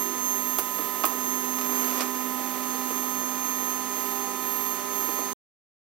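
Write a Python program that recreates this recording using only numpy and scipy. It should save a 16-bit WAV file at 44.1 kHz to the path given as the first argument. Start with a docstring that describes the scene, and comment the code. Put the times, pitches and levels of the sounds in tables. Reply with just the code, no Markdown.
"""A high motor whine over a hum and a singing fan: a desktop 3D printer at work close by in a room.
It lifts its carriage on two threaded rods, turns round at 2 s and lowers it again. The stepper motors
hum at their step rate and whine at their microstep rate; a small fan sounds its shaft orders and blows
throughout, beside a thin rising whistle. The nuts rub on the rods, most near the top of the travel, and
the frame gives a few clicks and knocks, the first with a faint low bump."""
import sys
import numpy as np
from scipy import signal
from scipy.fft import rfft, irfft, next_fast_len
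from scipy.io import wavfile
from scipy.ndimage import map_coordinates

SR = 44100
rng = np.random.default_rng(int(sys.argv[2]) if len(sys.argv) > 2 else 0)


def digitize_waveform(pressure):
    """Quantize a signal to 16-bit integers and store it at the path in sys.argv[1].

    Rows of a 2-D input are taken as channels; values are limited to [-1, 1].
    """
    field = np.atleast_2d(pressure).T
    bounded = np.clip(field, -1, 1)
    quanta = np.round(bounded * 32767).astype(np.int16)
    wavfile.write(sys.argv[1], SR, quanta)


N = 257367
TIME = np.arange(N) / SR

# Friction spectrum of the threads: f/Hz, relative density/dB
FRICTION_SPECTRUM = [(140, -35), (250, -12.5), (700, -15), (1300, 3.5), (1600, -1.5), (2500, -1),
                     (3800, -6.5), (5700, -2.5), (7500, -7), (15700, -17.5)]
# Modes of the carriage: f/Hz, bandwidth/Hz, relative level/dB
CARRIAGE_MODES = [(600, 110, -5.5), (783, 78, 0), (1053, 59, 4.5), (1248, 100, 3), (1755, 170, -14.5),
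                  (2393, 250, -9), (3510, 200, -11.5), (4360, 300, -14), (6200, 760, -36)]


def amp(db):
    """Decibels to amplitude ratio."""
    return 10 ** (np.asarray(db) / 20)


def unit(x):
    """Normalisation to rms 1."""
    return x / np.sqrt(np.mean(x ** 2) + 1e-20)


def along(points, hz):
    """Interpolation of (f/Hz, value) points on a log frequency axis."""
    f, values = np.transpose(points)
    return np.interp(np.log(hz + 1), np.log(f + 1), values)


def curves(rows):
    """Linear interpolation in time of each column after t/s."""
    times, *columns = np.transpose(rows)
    return [np.interp(TIME, times, column) for column in columns]


def wobble(rate):
    """Smooth random modulation, rate knots a second."""
    knots = rng.standard_normal(int(N * rate / SR) + 4)
    return np.interp(TIME, TIME[::32], map_coordinates(knots, [TIME[::32] * rate]))


def filtered(x, response):
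    """Linear filtering: the spectrum times a frequency response."""
    n = x.shape[-1]
    padded = next_fast_len(n + SR // 4)
    return irfft(rfft(x, padded) * response(np.fft.rfftfreq(padded, 1 / SR)), padded)[..., :n]


def shape(points):
    """Spectral envelope through (f/Hz, level/dB) points."""
    return lambda hz: amp(along(points, hz))


def resonances(modes):
    """Modal superposition: damped resonators of alternating sign."""
    return lambda hz: sum((-1) ** k * amp(db) * 1j * hz * width / (f * f - hz * hz + 1j * hz * width)
                          for k, (f, width, db) in enumerate(modes))


def low_cut(x, corner_hz=205):
    """High-pass filter: takes the deep bass out of the knocks and rubbing."""
    return signal.sosfilt(signal.butter(4, corner_hz, "high", fs=SR, output="sos"), x)


def placed(x, left_db):
    """Level difference: the machine stands nearer the right microphone."""
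    return np.array([amp(left_db) * x, x])


def noise(colour, size=N):
    """Partially coherent stereo noise of rms 1, stronger on the right."""
    # Channel balance: f/Hz, left minus right/dB
    balance = [(60, -7.5), (200, -19.5), (400, -8), (1200, -8.5), (2400, -6.5), (8000, -6.5), (14000, -10)]
    # Likeness of the channels: f/Hz, correlation
    coherence = [(60, 0.37), (250, 0.35), (1000, 0.64), (2500, 0.24), (6000, 0.21), (14000, 0.093)]

    def mid_and_side(hz):
        angle = np.arccos(np.clip(along(coherence, hz), -1, 1)) / 2
        return colour(hz) * np.array([np.cos(angle), np.sin(angle)])

    mid, side = filtered(rng.standard_normal((2, size)), mid_and_side)
    pair = np.array([mid + side, mid - side])
    return unit(filtered(pair, lambda hz: placed(np.ones_like(hz), along(balance, hz))))


def swell(turns, depth_db, growth_db, crest, count=1):
    """Load modulation in dB: rods slightly out of true give count swells a turn."""
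    return (depth_db + growth_db * turns) * np.cos(2 * np.pi * count * (turns - crest))


def steppers(step_hz=399.69, steps_per_turn=200, reverse_s=2.0, pause_s=0.0057):
    """Forced vibration at orders of the step rate; 16 microsteps a step make orders 16 and 32 strong."""
    # Motor partials: order, level going up/dB, level going down/dB, left minus right/dB
    partials = [(1, -41, -41, -19), (1.5, -50.5, -50, -15), (2, -47, -42, -9), (3, -52, -48, -23),
                (5, -61, -60, -7), (6, -66, -52.5, -15), (7, -61, -62, -4), (8, -66, -61, -8),
                (11, -60, -61, -16), (12, -58, -58, -21), (14, -55, -56, -17), (15, -54, -52, -22),
                (16, -34, -34, -13), (17, -54, -58, -9), (18, -60, -56, -2), (19, -55, -63, -5),
                (20, -59, -58, -8), (22, -61, -67, -13), (27, -54, -55.5, -16), (28, -54, -60, -9),
                (29, -56, -56, -11), (30, -64, -62, -2), (31, -49.5, -49.5, -16), (32, -28, -30, -21),
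                (33, -44, -44, -13), (34, -53, -56, -7), (35, -59, -58, -11)]
    # Drift in how the frame carries the motors: t/s, gain/dB of step hum, whine and its octave
    transmission = [(0, 2, 2, -1), (.4, -2, 5.5, 0), (.62, -4.5, -1.5, 0), (.88, -0.5, -7, -2),
                    (1.28, -2.5, 3.5, -.5), (1.6, 0.5, -0.5, -2.5), (1.85, 4, 3, 2.5),
                    (2.35, -2, -6.5, -2.5), (3, -1.5, 0.5, -1), (3.6, -4, 3, 0), (4.05, 2, -2.5, -2),
                    (4.7, 1, -2, 0), (5.3, 0.5, 0.5, -2)]
    # Phase difference between the microphones: f/Hz, lead of the left/rad
    left_lead = [(1000, -1), (5600, 1.5), (6400, -2.5), (6800, -2), (7200, 1.5), (12800, -1.7),
                 (13200, -1.5), (13600, 2.8)]
    turns = abs(TIME - reverse_s) * step_hz / steps_per_turn  # rod turns below the top
    hum, whine, octave = curves(transmission)
    hum += swell(turns, depth_db=2, growth_db=-0.43, crest=0.33)
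    hum += swell(turns, depth_db=2, growth_db=-0.5, crest=0.11, count=2) + 1.5 * wobble(12)
    whine += swell(turns, depth_db=1.5, growth_db=0, crest=0.42, count=2) + 0.98 * wobble(7)
    octave += swell(turns, depth_db=-2.15, growth_db=1.2, crest=0.15)
    octave += swell(turns, depth_db=-0.04, growth_db=0.32, crest=0.44, count=2) + 0.98 * wobble(7.5)
    drift_db = {1: hum, 16: whine, 31: octave + 1.5, 32: octave, 33: octave + 1.5}
    phase = 2 * np.pi * step_hz * TIME
    out = np.zeros((2, N))
    for order, up_db, down_db, left_db in partials:
        level = np.where(TIME < reverse_s, up_db, down_db)
        level = level + (drift_db[order] if order in drift_db else 2 * wobble(4.98) - 0.8)
        # uneven friction makes every line flutter in amplitude and phase
        size = np.sqrt(2) * amp(level) * (1 + 0.092 * wobble(130))
        angle = order * phase + 0.056 * wobble(51) + rng.uniform(0, 2 * np.pi)
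        lead = along(left_lead, order * step_hz)
        out += size * np.array([amp(left_db) * np.sin(angle + lead), np.sin(angle)])
    coils = 1 + 0.051 * np.sin(phase / 4)  # the coil currents repeat every four steps
    running = np.clip(abs(TIME - reverse_s) / pause_s, 0, 1) ** 4  # brief standstill at the reversal
    return out * coils * running


def fan(shaft_hz=252.5, rise_hz_per_s=0.23, flutter=0.078, jitter=0.018, blade_db=-0.6, shake_db=-1.65):
    """Rotor harmonics of a small fan; its unbalance shakes the gantry more at some heights."""
    # Fan partials: shaft order, level/dB, left minus right/dB
    partials = [(1, -36, -15), (4, -35, -10), (5, -41, -8), (7, -48, -8), (8, -53, -20), (12, -58, -17),
                (14, -53.5, -9), (28, -63, 4), (32, -57, -5)]
    # Unbalance hum: t/s, relative level/dB
    unbalance = [(0, -42.5), (.5, -41.5), (.7, -50), (1, -47), (1.2, -39.5), (1.8, -37), (2.9, -38.5),
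                 (4.5, -44.5), (5.3, -45.5)]
    phase = 2 * np.pi * np.cumsum(shaft_hz + rise_hz_per_s * TIME) / SR + jitter * wobble(25)
    shake, = curves(unbalance)
    out = np.zeros((2, N))
    for order, db, left_db in partials:
        level = db + (shake - np.mean(shake) + shake_db if order == 1 else blade_db)
        line = (1 + flutter * wobble(50)) * np.sin(order * phase + rng.uniform(0, 2 * np.pi))
        out += placed(np.sqrt(2) * amp(level) * line, left_db)
    return out


def whistle(start_hz=4194, rise_hz_per_s=37, gain_db=2.5, octave_db=-1.5):
    """A linear glide of a tone and its octave, probably a second fan's bearing gathering speed."""
    # Envelope of the whistle: t/s, relative level/dB
    envelope = [(0, -66), (.2, -55), (.4, -75), (2.2, -72), (2.7, -55), (3.5, -59), (5.3, -53.5)]
    db, = curves(envelope)
    phase = 2 * np.pi * np.cumsum(start_hz + rise_hz_per_s * TIME) / SR
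    line = amp(db + gain_db + wobble(12)) * (np.sin(phase) + amp(octave_db) * np.sin(2 * phase))
    return placed(np.sqrt(2) * line, left_db=-10)


def hums(waver_rad=0.28):
    """Two weak phase-modulated hums, and a faint tone that sinks and fades at the start."""
    # Steady hums: f/Hz, level/dB, left minus right/dB
    drones = [(194.8, -52, -13), (270, -56, -10)]
    # Sinking tone: t/s, f/Hz, peak level/dB
    glide = [(0, 365, -60), (.06, 353, -36), (.11, 352, -37), (.15, 336, -34), (.19, 334, -68)]
    steady = np.zeros((2, N))
    for hz, db, left_db in drones:
        phase = 2 * np.pi * hz * TIME + waver_rad * wobble(3.4)
        steady += placed(np.sqrt(2) * amp(db) * np.sin(phase), left_db)
    hz, db = curves(glide)
    return steady + placed(amp(db) * np.sin(2 * np.pi * np.cumsum(hz) / SR), left_db=-12.5)


def fan_air(level_db=-37.5):
    """Broadband flow noise of the air that the fan blows."""
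    # Spectrum of the airflow: f/Hz, relative density/dB
    spectrum = [(30, -10), (100, -8), (160, -6), (220, 5.5), (400, -5.5), (1300, -4), (2200, 1),
                (4500, -2.5), (8000, -2), (11000, 0), (13200, 2), (15700, 1)]
    return amp(level_db + 0.46 * wobble(3.7)) * noise(shape(spectrum))


def rubbing(frame_db=-42, ring_db=-1, slip_db=2.55):
    """Stick-slip friction: the nuts hiss and ring the carriage, while the frame trembles in its modes."""
    # Friction of the nuts on the rods: t/s, level/dB
    friction = [(0, -49), (.7, -51), (1.2, -47), (1.6, -47), (1.82, -39.5), (2.02, -36.5), (2.1, -49.5),
                (2.5, -46), (4.6, -48), (5.3, -46)]
    # Modes of the frame: f/Hz, bandwidth/Hz, relative level/dB
    frame_modes = [(285, 96, 3), (391, 36, 6), (476, 44, 3), (784, 172, -0.5), (988, 91, 1),
                   (1039, 61, -3.5), (1227, 89, -3.5), (1863, 243, -4.5), (2230, 170, -16)]
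    rub_db, = curves(friction)
    tremble_db = frame_db + 0.27 * (rub_db - np.mean(rub_db)) + 0.54 * wobble(18)
    tremble = amp(tremble_db) * noise(resonances(frame_modes))
    slips = amp(rub_db + slip_db * wobble(220))
    hiss = noise(shape(FRICTION_SPECTRUM))
    ring = amp(ring_db) * noise(resonances(CARRIAGE_MODES))
    return low_cut(tremble + slips * (hiss + ring))


def knocks(attack_s=0.00039, push_s=0.00008, focus_db=37):
    """Impact excitation: from soft to hard, the frame thuds, carriage clacks, threads scuff, rods tick."""
    # Contacts: t/s, strength/dB, hardness (0 a dull thud, 1 a steel tick)
    contacts = [(.5848, -14, 0.96), (0.586, -22.5, 0.2), (0.593, -19, .97), (.5995, -26.5, 0.84),
                (0.782, -29.5, 0.91), (.788, -25, 0.12), (1.035, -20, 0.83), (1.0375, -20.5, 0.27),
                (1.0421, -19, .33), (1.051, -24, 0.59), (1.0525, -15, 1), (1.0611, -21, 0.97),
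                (1.585, -25.5, 0.55), (1.611, -28, .66), (1.991, -27.5, 0.62), (2.004, -24, 0.14),
                (2.006, -21, .67), (2.018, -25, .55), (2.156, -36, 0.82), (2.393, -30, .02),
                (2.905, -29, 0.056), (5.088, -27, .1), (5.188, -26.5, 0.086)]
    # Thud of the frame: f/Hz, relative density/dB
    thud_spectrum = [(60, -19), (160, -29.5), (230, 2), (310, 7), (450, -4), (620, -8), (900, -30),
                     (3000, -46.5)]
    # Tick of the steel rods: f/Hz, relative density/dB
    tick_spectrum = [(500, -28), (2500, -19.5), (6000, -10.5), (9000, 2), (10500, 6), (12000, 3.5),
                     (14000, 13.5), (15700, 7)]
    t = np.arange(SR // 5) / SR

    def burst(spectrum, t60):
        """Exponentially decaying noise with the energy of its envelope."""
        envelope = 10 ** (-3 * t / t60) * (1 - np.exp(-t / attack_s))
        return unit(envelope * noise(shape(spectrum), size=len(t))) * np.sqrt(np.mean(envelope ** 2))

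    push = np.exp(-t / push_s)  # its finite length mellows the clack
    clack = unit(placed(filtered(push, resonances(CARRIAGE_MODES)), left_db=-13))
    out = np.zeros((2, N + SR))
    for onset_s, db, hardness in contacts:
        start = round(onset_s * SR)
        parts = [amp(-1) * burst(thud_spectrum, t60=0.09),
                 amp(-15) * clack,
                 amp(-2) * burst(FRICTION_SPECTRUM, t60=0.045),
                 amp(-0.3) * burst(tick_spectrum, t60=0.054)]
        # each part answers best to one hardness and loses focus_db per unit away from it
        for best, part in zip(np.linspace(0, 1, len(parts)), parts):
            out[:, start:start + len(t)] += amp(db - focus_db * abs(hardness - best)) * part
    return low_cut(out[:, :N])


def jolt(onset_s=0.586, level_db=-38.5, hz=48, t60=0.09):
    """Damped oscillation: the first click jolts the microphones into a low bump."""
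    t = np.maximum(TIME - onset_s, 0)
    bump = amp(level_db) * np.sin(2 * np.pi * hz * t) * 10 ** (-3 * t / t60)
    return placed(bump, left_db=-14.5)


def room(x):
    """Reverberation: convolution with a short diffuse tail, different at each microphone."""
    # Reverberation time of a living room: f/Hz, T60/s
    decay_times = [(200, 0.96), (2000, 0.14), (12000, 0.3)]
    hz, t, bands = signal.stft(rng.standard_normal((2, SR // 2)), SR, nperseg=256)
    decay = 10 ** (-3 * t / along(decay_times, hz)[:, None])
    _, tail = signal.istft(bands * decay, SR, nperseg=256)
    return signal.fftconvolve(x, tail / np.linalg.norm(tail[0]), axes=1)[:, :N]


def scene():
    """Superposition of the printer's sources, with reverberation on the knocks."""
    hits = knocks()
    running = steppers() + fan() + whistle() + hums() + fan_air() + rubbing()
    return running + hits + jolt() + amp(-8) * room(hits)


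def record(dry, stop_s=5.333, top_hz=15800):
    """Gating and band limiting: the sound ends abruptly and loses its highest treble."""
    gate = np.clip((stop_s - TIME) / 0.002, 0, 1)
    return filtered(dry * gate, lambda hz: np.clip((top_hz - hz) / 100 + 0.5, 0, 1))


dry = scene()
out = record(dry)
digitize_waveform(out)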